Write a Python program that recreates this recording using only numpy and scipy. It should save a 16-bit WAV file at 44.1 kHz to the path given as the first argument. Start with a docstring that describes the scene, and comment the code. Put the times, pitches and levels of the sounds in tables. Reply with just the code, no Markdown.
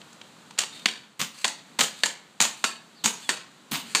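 """Pogo stick on a concrete drive

A child bounces away towards a wooden fence. At each landing the rubber foot thumps and spring and pegs
clatter; the shaft then slides out with friction and clacks against its stop at take-off. Hard impacts
excite the modes of the steel tube. The fence returns one echo and the yard a diffuse tail, while faint
outdoor air and a small bird lie behind."""
import sys
import numpy as np
from scipy import signal
from scipy.fft import rfft, irfft
from scipy.io import wavfile

SR = 44100
rng = np.random.default_rng(int(sys.argv[2]) if len(sys.argv) > 2 else 0)


def materialize(psi):
    """Save the field psi as 16-bit PCM at rate SR to the path in sys.argv[1].

    A 1-D psi becomes a single channel; in a 2-D psi each row is a channel.
    """
    bounded = np.clip(np.atleast_2d(psi).T, -1, 1)
    quanta = np.round(bounded * 32767).astype(np.int16)
    wavfile.write(sys.argv[1], SR, quanta)


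N = 176400
TIME = np.arange(N) / SR
AGE = TIME[:SR // 3]  # seconds within one event

# Spectral envelopes of the noisy sources: frequency_hz, relative_density_db
AIR_SPECTRUM = [(25, -16), (60, -18), (110, -3.5), (160, 6), (210, 7.5), (350, 0), (600, -2.5),
                (1200, -1.5), (2200, -7.5), (4200, -6), (5300, -15.5), (7500, -9.5), (10500, -23),
                (15000, -29)]
SLIDE_SPECTRUM = [(200, -47), (1000, -7.5), (2400, -2.5), (3500, -1), (4500, 2), (5300, -11.5),
                  (7000, -3.5), (8700, -4.5), (10000, -15.5), (15000, -22.5)]
KNOCK_SPECTRUM = [(25, -65), (80, -58), (200, -17), (450, -6.5), (1000, -2), (2000, 1), (3200, 3.5),
                  (4500, 1), (5300, -5), (6800, 1), (8400, -6), (10000, -18), (15000, -30.5)]
THUMP_SPECTRUM = [(30, -22), (90, -25), (125, -13), (155, -4.5), (180, -7.5), (215, 2.5), (290, -9),
                  (400, -23), (900, -34.5), (3000, -23)]
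RATTLE_SPECTRUM = [(60, -35), (200, -10), (450, -9.5), (1000, 3), (2000, 1.5), (3200, 4.5), (4500, 2),
                   (5300, -4.5), (6800, 0.5), (8500, -3), (10000, -20.5), (15000, -24)]
STOP_SPECTRUM = [(25, -40), (80, -43), (200, -4.5), (500, -9), (800, -5.5), (1400, -1.5), (2300, 2),
                 (3300, 0.5), (4700, 0), (5300, -6.5), (6600, -2.5), (8500, -5.5), (9600, -16),
                 (15000, -30.5)]
BASS_SHELF_HZ, TREBLE_SHELF_HZ, RESONANCE_HALF_WIDTH_HZ = 1300, 5200, 120

# Outdoor air: time_s, level_db
AIR_LEVELS = [(0, -51), (.55, -52.5), (.9, -50), (1.15, -58.5), (1.7, -52), (2.3, -55.5), (2.9, -54.5),
              (3.6, -54), (4, -50.5)]
# Bird chirps: start_s, length_s, start_hz, end_hz, level_db, rasp_hz
CHIRPS = [(2.945, 0.104, 4350, 4000, -51.5, 380), (3.227, .064, 3650, 3230, -44, 25),
          (3.793, 0.047, 3130, 2810, -44, 100)]

# Delay of the fence echo, shorter near the fence: time_s, delay_s
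FENCE_DELAYS = [(.86, .028), (1.44, 0.034), (2.03, 0.029), (2.64, 0.019), (3.29, .018), (3.95, 0.02)]
# Reverberation of the yard: frequency_hz, level_db, t60_s
YARD_BANDS = [(147, -9.5, 0.66), (494, -3.5, 0.34), (1430, -9.5, 0.47), (4000, -7.5, .39), (7650, -6, 0.29),
              (14000, -3.5, 0.25)]
# Reverberant gain, tending to rise with distance: time_s, gain_db
YARD_GAINS = [(.6, -3), (1.5, 0.5), (2.1, -0.5), (2.7, 1.5), (4, 3)]
FENCE_DB, YARD_BUILD_S, YARD_GRAIN_DB, YARD_GRAIN_HZ = -15, 0.0047, 2.5, 390

# Modes of the steel tube: pitch_hz, level_db, t60_s
TUBE_MODES = [(1620, -45, .18), (2902, -44, .2), (3397, -44, .2), (4470, -31, .38), (7122, -46, .15),
              (8560, -42, .14)]
# The shaft slides out: peak_s, level_db, treble_db, squeak_db
SLIDES = [(.77, -46, -2.5, 12), (1.40, -46, -0.5, -13), (1.991, -47.5, 1.5, 9), (2.59, -51, 2, 2),
          (3.239, -49, 0.5, -7), (3.92, -45.5, -1.5, -15)]
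SLIDE_WIDTH_S, SLIDE_ROUGH_DB, SLIDE_SQUEAK_HZ = 0.05, 2.5, 3680

# Loose parts strike the frame: start_s, level_db, treble_db, clunk_db
KNOCKS = [(.015, -38.5, -11, -29), (0.129, -43, 10, 0), (.214, -33.5, -9, 4), (0.508, -35.5, -1, 13.5),
          (.578, -32.5, -8, -4), (.5877, -11.5, 8, -31), (0.5901, -13, 4, -3), (0.6052, -21.5, 5, -10),
          (0.6353, -23.5, -5, 7), (1.196, -27, 4, 5), (1.203, -19, -6, 0), (1.2143, -15.5, 2.5, -9),
          (1.224, -24.5, 0, 0), (1.2337, -32, 18, 3), (1.4789, -21, 9, -12), (1.7910, -11.5, 0, 4),
          (1.7995, -16.5, 1, 7), (1.8073, -9.5, 4, -10), (1.8110, -8.5, -2, -2), (1.8352, -19, 18, 6),
          (2.0585, -15.5, 11.5, 14), (2.4033, -9, 2, 6), (2.4129, -9, 13, -2), (2.4214, -9.5, 10.5, -10),
          (2.4334, -43, 10, 3), (2.451, -18, 0, 11), (3.0414, -16.5, 5.5, 11), (3.046, -20, 5, 0),
          (3.0522, -18, 13, 14), (3.0582, -8.5, 7.5, 11.5), (3.7167, -32, -3, 17)]
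KNOCK_CRACK_DB, KNOCK_TUBE_DB, CLUNK_HZ = -3.5, -19, 956

# The foot lands: start_s, thump_db, rattle_db, rattle_treble_db
LANDINGS = [(.584, -50, -32, 0.5), (1.193, -34, -34, -6), (1.788, -30.5, -27, 3), (2.401, -34, -27.5, -2.5),
            (3.039, -34, -33, -11), (3.713, -30.5, -29.5, -2.5)]
RATTLE_CLICKS_PER_S, RATTLE_SPREAD_DB = 1800, 3

# The shaft hits its stop: start_s, level_db, bass_db, treble_db, low_resonance_hz, low_lift_db,
# high_resonance_hz, high_lift_db, rebound_db, tube_db
STOP_IMPACTS = [(0.8573, -7, -1.5, -4.5, 2050, 7.5, 3240, 5.5, -32, -1),
                (1.4443, -11.5, 3, 0, 840, 4, 3340, 8, -3.5, -2),
                (2.0347, -8, 1.5, -0.5, 1750, 9.5, 4400, 7, -19, -17),
                (2.6409, -10.5, 4, 2, 1400, 11, 2440, 3, -8, -6),
                (3.2910, -11.5, 5, 3, 1845, 11, 3160, 1, -6.5, -11),
                (3.9495, -8.5, 1, 3, 1130, 5, 2340, 8, -7.5, 10)]
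# Broad resonances common to every stop impact: centre_hz, lift_db
STOP_RESONANCES = [(1020, 3.5), (1700, 3), (2850, 3.5), (3700, 3.5), (4470, 5.5), (7200, 4), (8450, 3.5)]
STOP_CLACK_DB, STOP_TUBE_DB, REBOUND_S = -2.5, 3.5, 0.0074
SCATTERED_LIFT_SHARE = 0.51  # part of each resonance's dB lift left in sound sent round the yard


def from_db(db):
    """Amplitude ratio of a level in decibels."""
    return 10 ** (np.asarray(db) / 20)


def unit_power(x):
    """Normalisation to a mean square of one."""
    return x / np.sqrt(np.mean(x ** 2) + 1e-20)


def at_hz(table, hz, column=1):
    """Interpolation on a logarithmic frequency axis."""
    table = np.array(table)
    return np.interp(np.log(hz + 1), np.log(table[:, 0]), table[:, column])


def add(out, start_s, x):
    """Superposition of a sound from a given time."""
    i = max(int(start_s * SR), 0)
    out[i:i + len(x)] += x[:max(N - i, 0)]


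def white_noise():
    """Gaussian noise with a flat spectrum, one event long."""
    return rng.standard_normal(len(AGE))


def drift(corner_hz):
    """Random fluctuation of unit power: noise through a two-pole low-pass."""
    pole = np.exp(-2 * np.pi * corner_hz / SR)
    smooth = signal.lfilter([1], [1, -2 * pole, pole * pole], rng.standard_normal(N + SR))
    return unit_power(smooth[SR:])


def coloured(x, spectrum, bass_db=0, treble_db=0, resonances=()):
    """Minimum-phase filter of unit power gain: a spectral envelope, two shelves and resonance peaks."""
    size = len(x)
    hz = np.arange(size // 2 + 1) * SR / size
    db = at_hz(spectrum, hz) + bass_db / (1 + (hz / BASS_SHELF_HZ) ** 4)
    db += treble_db * (1 - 1 / (1 + (hz / TREBLE_SHELF_HZ) ** 8))
    for centre_hz, lift_db in resonances:
        db += lift_db / (1 + ((hz - centre_hz) / RESONANCE_HALF_WIDTH_HZ) ** 2)
    cepstrum = irfft(np.log(unit_power(from_db(db))), size)
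    cepstrum[1:size // 2] *= 2  # folding the cepstrum makes the filter causal
    cepstrum[size // 2 + 1:] = 0
    return irfft(rfft(x) * np.exp(rfft(cepstrum)), size)


def burst(noise, hold_s, t60_s, whitening=0.4):
    """Impact excitation: partly whitened noise that holds, then decays; its envelope sets its energy."""
    envelope = from_db(-60 * np.maximum(AGE - hold_s, 0) / t60_s)
    spectrum = rfft(noise * envelope)
    whitened = irfft(spectrum / (abs(spectrum) + 1e-9) ** whitening, len(AGE))
    return unit_power(whitened * (AGE < hold_s + t60_s)) * np.sqrt(np.mean(envelope ** 2))


def outdoor_air():
    """Ambient noise: distant rumble and leaf hiss form a broad spectrum of slowly varying level."""
    level_db = np.interp(TIME, *np.transpose(AIR_LEVELS)) + 0.27 * drift(corner_hz=3.1)
    return from_db(level_db) * coloured(rng.standard_normal(N), AIR_SPECTRUM)


def bird():
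    """Frequency modulation: thin whistles glide downward, and random pitch deviation adds rasp."""
    out = np.zeros(N)
    for start_s, length_s, start_hz, end_hz, level_db, rasp_hz in CHIRPS:
        size = int(length_s * SR)
        pitch_hz = np.linspace(start_hz, end_hz, size) + rasp_hz * drift(corner_hz=190)[:size]
        envelope = from_db(level_db) * np.sin(np.linspace(0, np.pi, size))
        add(out, start_s, envelope * np.sin(2 * np.pi * np.cumsum(pitch_hz) / SR))
    return out


def fence_echo(x):
    """Specular reflection: one weaker copy, delayed by its extra path as the child moves."""
    delay_s = np.interp(TIME, *np.transpose(FENCE_DELAYS))
    return from_db(FENCE_DB) * np.interp(TIME - delay_s, TIME, x)


def yard_reverberation(x):
    """Diffuse scattering: many echoes merge into a grainy tail, each band decaying at its own rate."""
    age, tail = TIME[:SR], 0
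    grain = from_db(YARD_GRAIN_DB * drift(YARD_GRAIN_HZ)[:SR])
    build_up = 1 - np.exp(-age / YARD_BUILD_S)
    edges_hz = np.geomspace(60, 17000, 13)
    for low_hz, high_hz in zip(edges_hz, edges_hz[1:]):
        centre_hz = np.sqrt(low_hz * high_hz)
        band_pass = signal.butter(2, [low_hz, high_hz], "band", fs=SR, output="sos")
        band = signal.sosfilt(band_pass, grain * rng.standard_normal(SR))
        decay = from_db(-60 * age / at_hz(YARD_BANDS, centre_hz, column=2))
        gain = from_db(at_hz(YARD_BANDS, centre_hz)) * np.sqrt(2 * (high_hz - low_hz)) / SR
        tail += gain * unit_power(band * decay * build_up)
    distance_gain = from_db(np.interp(TIME, *np.transpose(YARD_GAINS)))
    return signal.fftconvolve(x * distance_gain, tail)[:N]


def tube_ring():
    """Free vibration: a blow excites the tube's damped modes with random strengths and phases."""
    ring = np.zeros(len(AGE))
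    for pitch_hz, level_db, t60_s in TUBE_MODES:
        envelope = rng.uniform(0.75, 1) * from_db(level_db - 60 * AGE / t60_s)
        ring += envelope * np.sin(2 * np.pi * (pitch_hz * AGE + rng.random()))
    return ring


def shaft_slides():
    """Sliding friction: the spring pushes the shaft through its bushing, and a rough hiss swells."""
    out, middle_s = np.zeros(N), AGE.mean()
    swell = np.exp(-0.5 * ((AGE - middle_s) / SLIDE_WIDTH_S) ** 2)
    for peak_s, level_db, treble_db, squeak_db in SLIDES:
        friction = white_noise() * from_db(SLIDE_ROUGH_DB * drift(corner_hz=95)[:len(AGE)])
        squeak = [(SLIDE_SQUEAK_HZ, squeak_db)]
        rub = coloured(unit_power(friction), SLIDE_SPECTRUM, treble_db=treble_db, resonances=squeak)
        add(out, peak_s - middle_s, from_db(level_db) * swell * rub)
    return out


def frame_knocks():
    """Brief contact gives a wide spectrum: spring and pegs crack on the frame, some with a clunk."""
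    out = np.zeros(N)
    for start_s, level_db, treble_db, clunk_db in KNOCKS:
        contact = burst(white_noise(), hold_s=0.0017, t60_s=0.021)
        crack = coloured(contact, KNOCK_SPECTRUM, treble_db=treble_db, resonances=[(CLUNK_HZ, clunk_db)])
        knock = from_db(KNOCK_CRACK_DB) * crack + from_db(KNOCK_TUBE_DB) * tube_ring()
        add(out, start_s, from_db(level_db) * knock)
    return out


def landings():
    """Soft contact favours low frequencies: the rubber foot thumps as the spring chatters in its tube."""
    out = np.zeros(N)
    for start_s, thump_db, rattle_db, treble_db in LANDINGS:
        contact = burst(white_noise(), hold_s=0.018, t60_s=0.15)
        add(out, start_s, from_db(thump_db) * coloured(contact, THUMP_SPECTRUM))
        strengths = np.sign(white_noise()) * from_db(RATTLE_SPREAD_DB * white_noise())
        clicks = strengths * (rng.random(len(AGE)) < RATTLE_CLICKS_PER_S / SR)
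        chatter = burst(clicks, hold_s=0.038, t60_s=0.14)
        add(out, start_s, from_db(rattle_db) * coloured(chatter, RATTLE_SPECTRUM, treble_db=treble_db))
    return out


def stop_clacks(lift_share):
    """Impact with rebound: at take-off the shaft strikes its stop twice, and each blow rings the tube."""
    out = np.zeros(N)
    for (start_s, level_db, bass_db, treble_db,
         low_hz, low_lift_db, high_hz, high_lift_db, rebound_db, tube_db) in STOP_IMPACTS:
        peaks = STOP_RESONANCES + [(low_hz, low_lift_db), (high_hz, high_lift_db)]
        resonances = [(hz, lift_share * lift_db) for hz, lift_db in peaks]
        for delay_s, blow_db in ((0, level_db), (REBOUND_S, level_db + rebound_db)):
            contact = burst(white_noise(), hold_s=0.0022, t60_s=0.019)
            clack = coloured(contact, STOP_SPECTRUM, bass_db, treble_db, resonances)
            blow = from_db(STOP_CLACK_DB) * clack + from_db(STOP_TUBE_DB + tube_db) * tube_ring()
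            add(out, start_s + delay_s, from_db(blow_db) * blow)
    return out


def scene():
    """Direct and reflected sound superpose; each bounce is on a new spot, so it scatters differently."""
    clatter = landings() + frame_knocks() + shaft_slides()
    direct = clatter + stop_clacks(lift_share=1)
    scattered = clatter + stop_clacks(SCATTERED_LIFT_SHARE)
    landing_times_s = [row[0] for row in LANDINGS]
    bounce_index = np.searchsorted(landing_times_s[1:], TIME + 0.01)  # steps just before a landing
    bounces = [scattered * (bounce_index == k) for k in range(len(LANDINGS))]
    reflections = sum(fence_echo(bounce) + yard_reverberation(bounce) for bounce in bounces)
    return (direct + reflections + bird() + outdoor_air())[None]


def record(dry):
    """Soft saturation rounds the loudest peaks; band limiting removes the deep bass and the top."""
    ceiling, low_cut_hz, high_cut_hz = 0.71, 72, 15400
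    rounded = ceiling * np.tanh(dry / ceiling)
    high_pass = signal.butter(2, low_cut_hz, "high", fs=SR, output="sos")
    low_pass = signal.ellip(10, 0.1, 70, high_cut_hz, fs=SR, output="sos")
    return signal.sosfilt(low_pass, signal.sosfilt(high_pass, rounded))


dry = scene()
out = record(dry)
materialize(out)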